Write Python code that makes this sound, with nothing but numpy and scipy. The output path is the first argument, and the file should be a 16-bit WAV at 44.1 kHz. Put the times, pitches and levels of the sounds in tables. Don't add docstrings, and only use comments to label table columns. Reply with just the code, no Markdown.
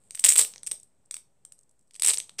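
import sys
import numpy as np
from scipy import signal
from scipy.fft import rfft, irfft
from scipy.io import wavfile

SR = 44100
rng = np.random.default_rng(int(sys.argv[2]) if len(sys.argv) > 2 else 0)


def store_pcm(level_fs):
    pcm = np.round(np.clip(level_fs, -1, 1) * 32767).astype(np.int16)
    wavfile.write(sys.argv[1], SR, np.atleast_2d(pcm).T)


def convert_level_to_amplitude(level_db):
    exponent = np.asarray(level_db, float) / 20
    return 10 ** exponent


N = 105840


def sharpen(hz, width):
    r = np.exp(-np.pi * width / SR)
    return r, [1, -2 * r * np.cos(2 * np.pi * hz / SR), r * r]


def resonate(x, peaks):
    click = np.arange(SR // 20) == 0
    out, unit = 0, 0
    for k, (hz, width, db) in enumerate(peaks):
        _, a = sharpen(hz, width)
        b = (-1) ** k * convert_level_to_amplitude(db) * np.array([1, 0, -1])
        out = out + signal.lfilter(b, a, x + 1e-18)
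        unit = unit + signal.lfilter(b, a, click)
    return out / np.abs(unit).max()


def smooth(x, order, edge_hz, kind="low"):
    return signal.sosfilt(signal.butter(order, edge_hz, kind, fs=SR, output="sos"), x)


# start [s], port ring peak [dB], plate knock relative to it [dB].
FIRST_TILT = [(0.2402, -8, -7), (0.2423, -4, -12.5), (0.2457, -3, -12), (0.2467, -4.5, -7.5),
              (0.25, -7.5, -13.5), (0.251, -3.5, -13), (0.2543, -17, -9.5), (0.2568, -14.5, -7.5),
              (0.262, -15.5, -9), (0.2621, -10.5, -5), (0.2634, -16, -6.5), (0.2661, -8, -8),
              (0.268, -8, -9.5), (0.269, -16.5, -12.5), (0.272, -17, -10), (0.274, -15, -16),
              (0.276, -18, -6), (0.279, -20, -8.5), (0.282, -29, -9), (0.285, -8, -13), (0.291, -0.5, -19),
              (0.2922, -10.5, -8), (0.2948, -4, -18.5), (0.2987, -12.5, -9.0), (0.3016, -17, -14.5),
              (0.3031, -7.5, -12.5), (0.3082, -14.5, -17.5), (0.313, -21, -12), (0.3165, -10.5, -12.5),
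              (0.3193, -20.5, -7.5), (0.3225, -7, -13.5), (0.3279, -26, -11.5), (0.33, -16, -13.5),
              (0.3316, -16.5, -14), (0.3343, -17, -9), (0.3359, -12.9, -13), (0.3382, -27.5, -7.5),
              (0.3437, -26, -11),
              (0.108, -30.5, -4), (0.1488, -30.5, -5), (0.152, -23, -10), (0.1543, -27, -13.5),
          (0.1664, -37.5, -15.5), (0.175, -37, -1), (0.1856, -34.5, -19.5), (0.1936, -21.5, -8),
          (0.196, -13, -17.5), (0.3474, -28, -13), (0.3507, -34, -2.5), (0.3555, -17, -11.5),
          (0.3582, -19.5, -1.3), (0.3576, -22.5, -0.5), (0.362, -8, -8.5), (0.3654, -29.5, -14.5),
          (0.3656, -30.5, -9.5), (0.3699, -32.5, -4), (0.3748, -8.5, -23.5), (0.3769, -13, -9),
          (0.3797, -3.5, -15), (0.3811, -2.5, -16.8), (0.3827, -10.5, -17.5), (0.385, -11.5, -9),
          (0.3873, -5, -13), (0.3901, -7.5, -6.5), (0.393, -3, -15), (0.3952, -8, -11), (0.3969, -8, -14.5),
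          (0.3977, -17.5, -4), (0.4013, -19, -5), (0.406, -9, -6), (0.4083, -20, -2.1), (0.4107, -7, -10.5),
          (0.413, -21.5, -4.7), (0.4146, -9.5, -6.5), (0.4166, -24, -3.5), (0.4213, -20, -7),
          (0.4236, -16.5, -6.5), (0.4265, -15.0, -10), (0.4288, -26, -12), (0.4298, -24, -11),
          (0.4341, -26.5, -10.5), (0.4386, -26, -11), (0.4416, -30, -5), (0.4448, -32.5, -8),
          (0.4474, -21.5, -7.5), (0.4493, -20.5, -5), (0.4503, -29.6, -17)]
SECOND_TILT = [(2.0215, -8.5, -11), (2.0335, -10.5, -10), (2.0371, -16, -9), (2.0391, -24.5, -1),
               (2.046, -17, -3), (2.0476, -11, -23), (2.0493, -14.5, -7.5), (2.0512, -12, -22),
               (2.0531, -16.5, -3), (2.0565, -27, -11), (2.0619, -5.5, -13), (2.0645, -22, -4),
               (2.0716, -8.5, -6), (2.0733, -6.5, -27), (2.0754, -13.5, -3.5), (2.0795, -13, -8),
               (2.0811, -9.5, -11), (2.0828, -12.5, -12.5), (2.0857, -7.5, -6), (2.0883, -23, -4),
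               (2.0915, -13, -6), (2.0933, -11, -11), (2.0945, -12, -16), (2.0969, -8, -8.5),
               (2.1002, -13.5, -2), (2.1024, -19.5, 0.5), (2.105, -17.5, -4.5), (2.1068, -9.5, -7),
               (2.1085, -17, -17), (2.1114, -26, -7), (2.1142, -15, -8.5), (2.117, -24, -11),
               (2.122, -29, -15.5), (2.1243, -31, -20), (2.1268, -41, -22), (2.1333, -16.5, -5.5),
               (2.1355, -17, -16), (2.1376, -20.5, 0.5), (2.1423, -15.5, -6.0), (2.1452, -23.2, -14.5),
               (2.1526, -36, -18), (2.154, -28.3, -25), (2.1614, -29, -20), (2.1652, -46, -29.5),
               (2.1734, -26, 5.5), (2.1826, -14, -9), (2.1851, -16, -16), (2.2015, -20.5, -0.7)]
# start [s], port ring peak [dB], plate knock
# relative to it [dB], group spread [ms].
LONE_SLAPS = [(0.4331, -19.5, -10, 2.4), (0.448, -29, -7, 3.7), (0.5376, -48.5, 12, 3.74),
              (0.5599, -43.5, 9.5, 1.46), (0.5806, -41, 12, 2.0), (0.6323, -26.5, -4, 2.5),
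              (0.6644, -24, -12, 2.54), (0.6706, -16, -13, 2.37), (0.7178, -11, -8.5, 2.56),
              (0.7308, -42, -31, 2.8), (0.7994, -37.5, -25.5, 2.34), (0.831, -39.5, -22, 3),
              (1.055, -51.5, -22, 6.0), (1.1101, -20, -7, 2.57), (1.142, -22.5, -5, 3.37),
              (1.167, -28.5, -4, 3.48), (1.4504, -34, -7.5, 2.2), (1.5214, -31.5, -8, 2.92),
              (1.5822, -54.5, -32, 4.1), (1.5897, -45, -30, 1.8), (1.61, -52, -33.5, 2.5),
              (1.6322, -49.5, -41, 4.0), (1.6931, -54, -24.5, 3.4), (1.711, -56.5, -27, 3.3),
              (1.7927, -56.5, -25, 2.97), (1.8104, -60.5, -29, 2.3), (1.8264, -62, -29.5, 3.5),
              (1.874, -60.5, -12, 8.0),
              (0.6735, -20.0, -3, 1.5), (0.6765, -25.5, -6.5, 1.5), (0.7138, -21.5, -2.5, 1.5),
            (1.9096, -47.5, -1, 3.6), (1.9354, -41, -9, 3.5), (1.9435, -37.5, -0.5, 3.8),
            (1.9524, -39, 4, 3.2), (1.9609, -36, 0, 3.8), (1.9969, -20, -7, 3.2), (2.2942, -34.0, 2, 3.7),
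            (2.3834, -38.5, -9.5, 1.2), (2.3848, -48, -3, 1.2), (2.3863, -33, 2, 1.2),
            (2.3891, -28, 1.5, 1.2), (2.3916, -24.5, 2.3, 1.2), (2.3945, -21, -1.5, 1.2),
            (2.3974, -15, -9, 2.5)]
SWELL = [
    (0.2856, -12.5, -5.5, 1.15),
    (0.2867, -13.5, -7.5, 1.56),
    (0.2889, -5, -12, 1.74),
    (0.3149, -11.5, -7.5, 1.1),
    (0.3728, -14.5, -7.5, 1.1),
]
# from [s], to [s], loss [dB].
BRUSHING = [
    (.09, .23, 4),
    (.23, .34, 6.5),
    (1.88, 2.01, 6),
    (2.01, 2.16, 2),
]
# pitch [Hz], width [Hz], level in the first tilt [dB], level later [dB].
PINS = [(5650, 240, -27, -23.5), (11200, 160, -18.5, -20), (14400, 350, -19.5, -32.5)]
# pitch [Hz], width [Hz], level [dB].
KNOCK = [(956, 1300, -11.5), (2400, 1900, -8.5), (3730, 2100, -7.5), (5670, 2200, -2)]
CRACK = (13000, 5000, 0)


def land_groups():
    rattle_spread_ms, port_hz = 1.2, 8189
    follower_loss_db, uneven_db = 0.5, 6
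    groups = [(*row, rattle_spread_ms) for row in FIRST_TILT + SECOND_TILT]
    groups += [tuple(row) for row in LONE_SLAPS + SWELL]
    s, db, knock_db, spread_ms = np.transpose(groups)[:, :, None]
    draw = rng.random(size=(len(s), 4, 7))
    late = draw[:, 0] * (np.arange(7) > 0)
    at = np.clip((s + late * spread_ms / 1000) * SR, 0, N - 1).astype(int)
    share = convert_level_to_amplitude(-follower_loss_db * 2 * late + uneven_db * (2 * draw[:, 1] - 1))
    share = share * np.sign(draw[:, 2] - 0.5)
    phase = np.exp(2j * np.pi * port_hz * at / SR)
    in_step = np.abs(np.sum(share * phase, axis=1, keepdims=True))
    least = 0.7 * np.linalg.norm(share, axis=1, keepdims=True)
    size = convert_level_to_amplitude(db) * share / np.maximum(in_step, least)
    colour = 2 * draw[:, 3].T[:, :, None] - 1
    return s, db, knock_db, late * spread_ms, at, size, colour


def slaps():
    s, db, knock_db, late_ms, at, size, colour = land_groups()
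    ring_db, knock_level_db = 4.5, 9.5
    crack_db, crack_per_db = -10.5, 0.15
    pin_uneven_db, knock_uneven_db = 4, 2
    knock_fade_db_per_ms, tilt_ends_s = 9.5, 0.46
    gains_db = [ring_db, crack_db + crack_per_db * db]
    for (_, _, first, later), c in zip(PINS, colour):
        gains_db.append(np.where(s < tilt_ends_s, first, later) + pin_uneven_db * c)
    for (_, _, mode_db), c in zip(KNOCK, colour[len(PINS):]):
        level_db = knock_db + knock_level_db + mode_db + knock_uneven_db * c
        gains_db.append(level_db - knock_fade_db_per_ms * late_ms)
    for start, end, loss_db in BRUSHING:
        low = -len(KNOCK)
        gains_db[low] = gains_db[low] - loss_db * ((s > start) & (s < end))
    trains = np.zeros((len(gains_db), N))
    for train, gain_db in zip(trains, gains_db):
        np.add.at(train, at, size * convert_level_to_amplitude(gain_db))
    return trains[0], trains[1:-len(KNOCK)], trains[-len(KNOCK):]


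def tinkle(pins, ticks):
    modes = [CRACK] + [row[:3] for row in PINS]
    ringing = sum(resonate(train, [mode]) for train, mode in zip(pins, modes))
    ringing = ringing + convert_level_to_amplitude(-20) * resonate(ticks, [CRACK])
    return room(ringing, t60=0.21, level_db=-9, echo_db=-6)


def plate_knock(knocks, ticks):
    tick_db = -8
    modes = []
    for train, mode in zip(knocks, KNOCK):
        modes.append(resonate(train + convert_level_to_amplitude(tick_db + mode[2]) * ticks, [mode]))
    knock = modes[0] + smooth(sum(modes[1:]), 3, 1500, "high")
    return room(smooth(knock, 3, 7000), t60=0.25, level_db=-13.5, echo_db=-6)


# time [s], level [dB].
SHUFFLE = [
    (0.0, -49.5),
    (0.15, -36),
    (0.31, -13),
    (0.51, -27.5),
    (0.67, -59.5),
    (0.83, -66),
    (1.38, -82),
    (1.959, -74.5),
    (2.12, -38.5),
    (2.4, -48.5),
]


def shuffle():
    level_db, per_s, uneven_db = -18.5, 760, 3
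    sizes = convert_level_to_amplitude(uneven_db * np.minimum(rng.exponential(1, N), 5)) * rng.choice([-1, 1], N)
    ticks = sizes * (rng.random(N) < per_s / SR)
    s, db = np.transpose(SHUFFLE)
    return convert_level_to_amplitude(np.interp(np.arange(N) / SR, s, db) + level_db) * ticks


# pitch [Hz], width [Hz], level [dB].
FRAME = [(474, 250, -3), (684, 770, 0)]


def box_frame(low_knock):
    return convert_level_to_amplitude(-23.5) * resonate(room(low_knock, t60=0.3, level_db=-4, echo_db=0), FRAME)


# pitch [Hz], width [Hz], lift [dB].
PORT = [(8224, 440, 7.5), (8030, 1300, 1)]


def port(x):
    both = np.stack([x + 1e-18, np.arange(N) == 0])
    both = smooth(both, 2, [5550, 10860], "band")
    both = smooth(both, 2, 11500)
    for hz, width, db in PORT:
        r, a = sharpen(hz, width)
        both = both + convert_level_to_amplitude(db) * (1 - r * r) / 2 * signal.lfilter([1, 0, -1], a, both)
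    return both[0] / np.abs(both[1]).max()


def port_ring(clicks):
    ring = port(clicks)
    returned = room(ring, t60=0.21, level_db=-11.5, echo_db=0) - ring
    return ring + convert_level_to_amplitude(-15.5) * resonate(returned, [(8700, 1300, 0)])


# delay [ms], level [dB].
ECHOES = [
    (9.5, -17),
    (13.3, -15),
    (22.5, -21),
]


def room(x, t60, level_db, echo_db):
    onset_s = 0.0047
    t = np.arange(SR // 2) / SR
    tail = rng.standard_normal(len(t)) * convert_level_to_amplitude(-60 * t / t60) * (1 - np.exp(-t / onset_s))
    tail = convert_level_to_amplitude(level_db) * tail / np.sqrt(np.sum(tail ** 2))
    tail[0] = 1
    for ms, db in ECHOES:
        tail[int(ms * SR / 1000)] += convert_level_to_amplitude(db + echo_db)
    return signal.fftconvolve(x, tail)[:N]


# frequency [Hz], density [dB per Hz].
HUSH = [(30, -14), (60, -6), (150, -3), (300, -11.5), (570, -12.5), (1350, -24), (6000, -35), (7800, -56.5)]
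# time [s], lift [dB].
HANDS = [
    (0, 3),
    (.37, 5),
    (.67, 6),
    (.89, 1),
    (1.45, 0.5),
    (1.91, -2),
    (2.16, 7.5),
    (2.4, 3),
]


def rms_one(x):
    return x / np.sqrt(np.mean(x ** 2) + 1e-20)


def hush():
    low_db, ring_db, hiss_db, rumble_cut_hz = -75, -81, -91, 20
    white = rng.standard_normal((3, N))
    hz = np.arange(N // 2 + 1) * SR / N
    at, db = np.transpose(HUSH)
    colour = convert_level_to_amplitude(np.interp(np.log(hz + 1), np.log(at), db))
    colour = colour / (1 + (rumble_cut_hz / (hz + 1)) ** 2)
    low = rms_one(irfft(rfft(white[0]) * colour, N))
    hands_db = np.interp(np.arange(N) / SR, *np.transpose(HANDS))
    ringing = convert_level_to_amplitude(ring_db) * rms_one(port(white[1]))
    return convert_level_to_amplitude(low_db + hands_db) * low + ringing + convert_level_to_amplitude(hiss_db) * white[2]


def scene():
    clicks, pins, knocks = slaps()
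    ticks = shuffle()
    box = plate_knock(knocks, ticks) + box_frame(knocks[0])
    mix = port_ring(clicks + ticks) + tinkle(pins, ticks) + box + hush()
    return mix[None]


def top_cut(x):
    return signal.sosfilt(signal.butter(12, 16300, fs=SR, output="sos"), x)


def record(dry):
    ceiling, cutoff_hz, offset = 0.9, 16500, -0.0005
    rounded = ceiling * np.tanh(dry / ceiling)
    cut = signal.sosfilt(signal.cheby2(10, 60, cutoff_hz, fs=SR, output="sos"), rounded)
    return top_cut(cut + offset)


dry = scene()
out = record(dry)
store_pcm(out)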